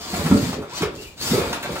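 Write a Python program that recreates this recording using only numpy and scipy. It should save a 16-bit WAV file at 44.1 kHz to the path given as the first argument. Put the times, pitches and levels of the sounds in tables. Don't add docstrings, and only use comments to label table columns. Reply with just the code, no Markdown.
import sys
import numpy as np
from scipy import signal
from scipy.fft import rfft, irfft, next_fast_len
from scipy.io import wavfile
from scipy.ndimage import map_coordinates

SR = 44100
rng = np.random.default_rng(int(sys.argv[2]) if len(sys.argv) > 2 else 0)


def gain_from_db(level_db):
    decades = np.asarray(level_db, float) / 20
    return 10 ** decades


def unload_wav(signal):
    wavfile.write(
        sys.argv[1],
        SR,
        np.round(np.clip(np.atleast_2d(signal).T, -1, 1) * 32767).astype(np.int16),
    )


N = 79380

# time_s, effort_db, strain_brightness_db
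MOTOR_EFFORT = [(0, -37, 6), (.035, -41, 7), (.15, -38.5, 14), (.48, -37, 10), (.55, -45.5, 3),
                (.6, -63, 21), (.69, -53, 2), (.762, -35.5, 8), (.81, -39, 6), (.9, -58, 9),
                (1.02, -43.5, 10.5), (1.09, -54, 14.5), (1.155, -60, 9), (1.185, -43.5, 8),
                (1.21, -33.5, 13), (1.31, -32, 14), (1.6, -48, 10), (1.8, -40, 11)]
# frequency_hz, level_db (per hertz)
GEAR_HISS = [(290, 9), (500, 7), (1060, 4), (1810, 2), (3220, 2), (4830, 1), (8610, -16), (14300, -15),
             (15800, -18)]
# centre_hz, width_hz, lift_db
GEARBOX = [(4440, 1500, 4.5), (6930, 2000, 9.5), (8100, 1200, 6.5)]
# start_s, length_s, from_hz, to_hz, level_db
GEAR_WHINES = [(.008, .05, 5080, 5060, -47), (.07, .05, 4150, 4500, -47), (.122, .035, 4150, 4550, -47),
               (.155, .025, 6950, 6900, -47), (.215, .03, 8050, 8000, -47), (.716, .04, 850, 1220, -38),
               (.754, .03, 5970, 6020, -41), (.75, .018, 7200, 7250, -46), (.775, .014, 7400, 7450, -44),
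               (1.192, .062, 4000, 5050, -38), (1.255, .03, 5200, 5600, -39),
               (1.285, .025, 5750, 6050, -41), (1.275, .022, 4700, 4850, -39), (1.21, .05, 6550, 6600, -45),
               (1.225, .085, 7050, 7350, -44), (1.3, .025, 5400, 5300, -42), (1.303, .016, 3700, 3900, -40),
               (1.318, .035, 4480, 4750, -41)]
# start_s, length_s, from_hz, to_hz, level_db
SERVO_BUZZES = [
    (.975, .04, 2620, 2760, -50),
    (1.005, .04, 2850, 3000, -53),
    (1.04, .03, 2850, 2780, -51),
    (1.045, .06, 2480, 2280, -52),
    (1.1, .03, 2780, 2760, -56),
]
# time_s, load_db, scrape_share_db
TYRE_LOAD = [(0.0, -48.5, 13.5), (0.18, -31.5, 8.5), (0.304, -29, 3.5), (0.36, -19, -23),
             (0.436, -35.5, 12), (0.576, -31.5, -4), (.7, -45, 9.5), (0.816, -44.5, 20), (.95, -41.5, 0.5),
             (1.04, -46, -10), (1.14, -69, -14), (1.258, -36, 10), (1.402, -27, 8), (1.498, -32, 7),
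             (1.57, -34.5, 12.5), (1.612, -39.5, -3), (1.65, -32.5, 10.5), (1.8, -36, 2.5)]
# centre_hz, width_hz, level_db
BOARD = [(83, 18, 1.5), (148, 26, 2.5), (185, 60, -1.5), (262, 50, 0), (344.6, 52.5, -1), (448, 56, -2.5),
         (580, 36, -4.5)]
# centre_hz, width_hz, level_db
SHELL = [(693, 136, 1), (937, 133, 2.5), (1135, 145, 1), (1387, 97, 2), (1580, 360, -4.5),
         (2530, 570, -5.5), (2960, 540, -9), (3530, 450, -9.5), (4630, 1280, -28.5)]
# centre_hz, width_hz, level_db
ROOF_PANEL = [(1298.5, 25, 29.5)]
# start_s, peak_db, pitch_hz, length_cycles
THUMPS = [(0.13, -22, 207, 3.3), (.134, -29.5, 710, 11.3), (0.178, -22.5, 302, 2.4), (0.195, -21, 185, 1.7),
          (0.221, -33, 192, 1.2), (0.247, -20, 185, 3.3), (0.26, -14, 190, 1.84), (0.283, -21.5, 300, 2.5),
          (0.301, -16.5, 203, 2.8), (0.3123, -5.5, 247, 1.2), (.319, -4.5, 233, 3.7),
          (0.344, -8, 266, 4.43), (0.356, -17.5, 198, 2.7), (.37, -22, 262, 5.1), (0.393, -23, 247, 4.1),
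          (0.425, -17.5, 135, 1.9), (.436, -19.5, 246, 3.2), (.49, -19, 212, 2.4), (0.575, -29, 409, 9.6),
          (0.809, -20, 300, 3.4), (0.83, -16, 425, 5.9), (0.854, -21.5, 446, 5.1), (0.88, -29.5, 394, 3.1),
          (0.928, -47, 380, 5), (.995, -35, 406, 9.5), (1.06, -41, 58, 1.9), (1.307, -19, 191, 2.5),
          (1.315, -11.5, 210, 3), (1.332, -13.5, 420, 2.8), (1.338, -16.5, 436, 6.1),
          (1.344, -14.5, 168, 1.47), (1.379, -10.5, 427, 3.95), (1.396, -24, 400, 2.1),
          (1.416, -22, 400, 2.3), (1.435, -27.5, 580, 7.7), (1.475, -31.5, 420, 9.8),
          (1.498, -28.5, 475, 5.9), (1.508, -26, 233, 3.9), (1.637, -35, 603, 9.4),
          (1.692, -22.5, 486, 3.6), (1.7, -26.5, 178, 2.55), (1.758, -31.5, 567, 11)]
# start_s, peak_db, pitch_hz
FLOOR_THUDS = [
    (0.194, -25.5, 79),
    (0.321, -27, 155),
    (0.331, -21.5, 83),
    (0.466, -21, 139),
    (0.82, -18.5, 167),
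    (0.855, -29.5, 80),
    (1.409, -30.5, 84),
    (1.464, -31, 76),
]
# start_s, peak_db, crack_db, rattle_t60_s, hardness_db
CLACKS = [(0.1385, -22, -29, 0.069, 1.5), (0.262, -19.5, -11, 0.056, -5), (.3112, -22.5, -22, 0.043, -28.5),
          (.356, -26.5, -3, 0.072, -16), (.527, -21, -19, 0.049, -7.5), (0.6195, -26, -30, 0.079, -11.5),
          (0.8194, -18, -34, 0.15, 0), (1.3788, -22, -12, 0.015, -5), (1.5285, -18, -39, 0.1, 0.5),
          (1.627, -25, -4.5, 0.15, 12), (1.752, -24, -19, 0.23, 0)]
# frequency_hz, t60_s
ROOM_DECAY = [(100, 0.21), (500, 0.37), (3000, 0.26), (12000, 0.12)]
# frequency_hz, level_db
ROOM_LEVEL = [(300, -6.5), (2000, 1), (8000, 5)]
# frequency_hz, likeness (1 = identical)
PORT_LIKENESS = [(60, 1), (300, 0.86), (640, 0.66), (1400, 0), (4000, 0.013)]
# frequency_hz, level_db (per hertz)
ROOM_HUSH = [(15, -37), (25, 7), (184, 0.5), (1180, -12), (1280, -17), (1800, -18), (2600, -18),
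             (15800, -43)]
# frequency_hz, difference_db
PORT_TILT = [(40, -2.5), (300, -0.75), (1500, 0.5), (5000, 3.5), (9000, 5), (13000, -4)]

LUGS_PER_S, LUG_SPREAD_DB, SCRAPE_DB = 190, 0.5, -11.5
THUMP_PEAK_AT = 0.38
THUMP_BOARD_DB, THUMP_SHELL_DB, THUD_CYCLES = -11.5, -24.5, 2.07
GEAR_BLUR, SERVO_BLUR = .014, .035
WHINE_FLUTTER_DB, WHINE_SWELL = 2.5, .6
CLACK_RISE_S, SHARP_DB = .0006, -16
SNAP_HZ, SNAP_WIDTH_HZ, SNAP_T60_S, CRACK_T60_S = 2300, 3000, .05, .016
NEAR_DB = -5
HUSH_DB, HUSH_SWAY_DB = -49, 1.5
PORT_LAG_S, MIC_LOW_HZ, MIC_TOP_HZ = .00012, 43, 15770


def unit(x):
    return x / np.sqrt(np.mean(x ** 2) + 1e-20)


def along(points, hz):
    f, v = np.transpose(points)
    return np.interp(np.log(hz + 1), np.log(f + 1), v)


def curves(rows):
    s, *cols = np.transpose(rows)
    return [np.interp(np.arange(N) / SR, s, c) for c in cols]


def wobble(rate):
    knots = rng.standard_normal(int(N * 200 / SR) + 4)
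    return map_coordinates(knots, [np.arange(N) * rate / SR])


def filtered(x, response):
    m = next_fast_len(N + SR // 2)
    return irfft(rfft(x, m) * response(np.fft.rfftfreq(m, 1 / SR)), m)[..., :N]


def body(modes):
    def mode(f, k, c, w, db):
        return (-1) ** k * gain_from_db(db) * 1j * f * w / (c * c - f * f + 1j * f * w)
    return lambda f: sum(mode(f, k, *row) for k, row in enumerate(modes))


def grains(per_s, spread_db):
    chance, sign, size = rng.random((3, N))
    clicks = (chance < per_s / SR) * np.sign(sign - .5)
    return unit(clicks * gain_from_db(-spread_db * np.log(1 - size)))


def spread(pair):
    def balance(hz):
        turn = np.arccos(np.clip(along(PORT_LIKENESS, hz), -1, 1)) / 2
        return np.array([np.cos(turn), np.sin(turn)])
    mid, side = filtered(pair, balance)
    return np.array([mid + side, mid - side])


def drivetrain():
    effort_db, strain_db = curves(MOTOR_EFFORT)
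    teeth = grains(5000, 4.0) + 1.1 * rng.standard_normal(N)

    def gearbox(hz):
        lift = sum(db / (1 + (2 * (hz - c) / w) ** 2) for c, w, db in GEARBOX)
        return gain_from_db(along(GEAR_HISS, hz) + lift)
    hiss = unit(filtered(teeth, gearbox))
    treble = filtered(hiss, lambda hz: 1 / (1 + (8800 / (hz + 1)) ** 12))
    level = gain_from_db(effort_db + 1.0 + 0.39 * wobble(40.7) + 1.7 * wobble(150))
    return level * (hiss + (gain_from_db(strain_db) - 1) * treble)


def whines():
    out = np.zeros(N)
    for blur, rows in ((GEAR_BLUR, GEAR_WHINES), (SERVO_BLUR, SERVO_BUZZES)):
        for s, length, from_hz, to_hz, db in rows:
            progress = np.clip((np.arange(N) / SR - s) / length, 0, 1)
            hz = from_hz + (to_hz - from_hz) * progress + blur * from_hz * wobble(190)
            level = gain_from_db(db + 8.0 + WHINE_FLUTTER_DB * wobble(89.0))
            swell = np.sin(np.pi * progress) ** WHINE_SWELL
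            out += level * swell * np.sin(2 * np.pi * np.cumsum(hz) / SR)
    return out


def tyres():
    load_db, scrape_db = curves(TYRE_LOAD)
    drum = unit(filtered(grains(LUGS_PER_S, LUG_SPREAD_DB), body(BOARD)))
    scrape = unit(filtered(grains(1600, 2.6), body(SHELL)))
    return gain_from_db(load_db) * (drum + gain_from_db(SCRAPE_DB + scrape_db) * scrape)


def thumps():
    spot, blows, t = np.zeros(N + SR), np.zeros(N), np.arange(SR // 5) / SR
    skew = np.log(.5) / np.log(THUMP_PEAK_AT)
    for s, db, hz, cycles in [*THUMPS, *((*thud, THUD_CYCLES) for thud in FLOOR_THUDS)]:
        start = round(s * SR)
        progress = np.clip(t * hz / cycles, 0, 1) ** skew
        flex = np.sin(np.pi * progress) * np.sin(2 * np.pi * hz * t)
        spot[start:start + len(t)] += gain_from_db(db + 2.5) * flex
        blows[start] = gain_from_db(db) * rng.choice([-1, 1])
    spot = spot[:N]
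    wood = gain_from_db(THUMP_BOARD_DB) * filtered(spot, body(BOARD))
    roof = filtered(blows, body(ROOF_PANEL))
    shell = gain_from_db(36 + THUMP_SHELL_DB) * filtered(blows, body(SHELL))
    return spot + wood + roof + shell


def clacks():
    layers, t = np.zeros((4, N + SR)), np.arange(SR // 4) / SR
    for s, db, crack_db, t60, hard_db in CLACKS:
        start = round(s * SR)
        noise = rng.standard_normal((4, len(t)))
        rise = 1 - np.exp(-t / CLACK_RISE_S * gain_from_db(2 * (db - SHARP_DB)))
        decay = gain_from_db(db - 60 * t / max(t60, .01))
        low, high = decay * rise * noise[:2] * gain_from_db([[-hard_db / 2], [hard_db / 2]])
        crack = gain_from_db(db + crack_db - 60 * t / CRACK_T60_S) * noise[2]
        snap = gain_from_db(db + hard_db / 2 - 60 * t / SNAP_T60_S) * rise * noise[3]
        layers[:, start:start + len(t)] += [low, high, crack, snap]
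    low, high, crack, snap = layers[:, :N]
    shell = filtered(low, body(SHELL[:4])) + gain_from_db(2.0) * filtered(high, body(SHELL[4:]))
    snap = filtered(snap, body([(SNAP_HZ, SNAP_WIDTH_HZ, 4.5)]))
    crack = filtered(crack, lambda hz: 1j * hz / (4000 + 1j * hz))
    return gain_from_db(9.5) * shell + snap + crack


def room(x):
    out, hop = np.zeros((2, N + 2 * SR)), SR // 30
    for a in range(0, N, hop):
        hz, t, z = signal.stft(rng.standard_normal((2, SR // 2)), SR, nperseg=256)
        decay = gain_from_db(-60 * t / along(ROOM_DECAY, hz)[:, None])
        tail = signal.istft(z * decay, SR, nperseg=256)[1]
        wet = signal.fftconvolve(x[None, a:a + hop], tail / np.linalg.norm(tail[0]), axes=1)
        first = a + 200
        out[:, first:first + wet.shape[1]] += wet
    return filtered(spread(out[:, :N]), lambda hz: gain_from_db(along(ROOM_LEVEL, hz)))


def hush():
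    noise = rng.standard_normal((2, N))
    air = spread(filtered(noise, lambda hz: gain_from_db(along(ROOM_HUSH, hz))))
    return gain_from_db(HUSH_DB + HUSH_SWAY_DB * wobble(7.3)) * unit(air)


def scene():
    near = whines() + clacks()
    rest = drivetrain() + tyres() + thumps()
    direct = filtered(near + rest, lambda hz: np.exp(np.outer([-1j, 1j], np.pi * hz * PORT_LAG_S)))
    return gain_from_db(-1.5) * (direct + room(rest + gain_from_db(NEAR_DB) * near)) + hush()


def top_cut(x):
    return signal.sosfilt(signal.butter(12, 16690, fs=SR, output="sos"), x)


def record(dry):
    def microphone(hz):
        colour = gain_from_db(np.outer([.5, -.5], along(PORT_TILT, hz)))
        return colour * (hz < MIC_TOP_HZ) / np.sqrt(1 + (MIC_LOW_HZ / (hz + 1)) ** 6)
    mix = filtered(dry, microphone)
    return top_cut(mix)


dry = scene()
out = record(dry)
unload_wav(out)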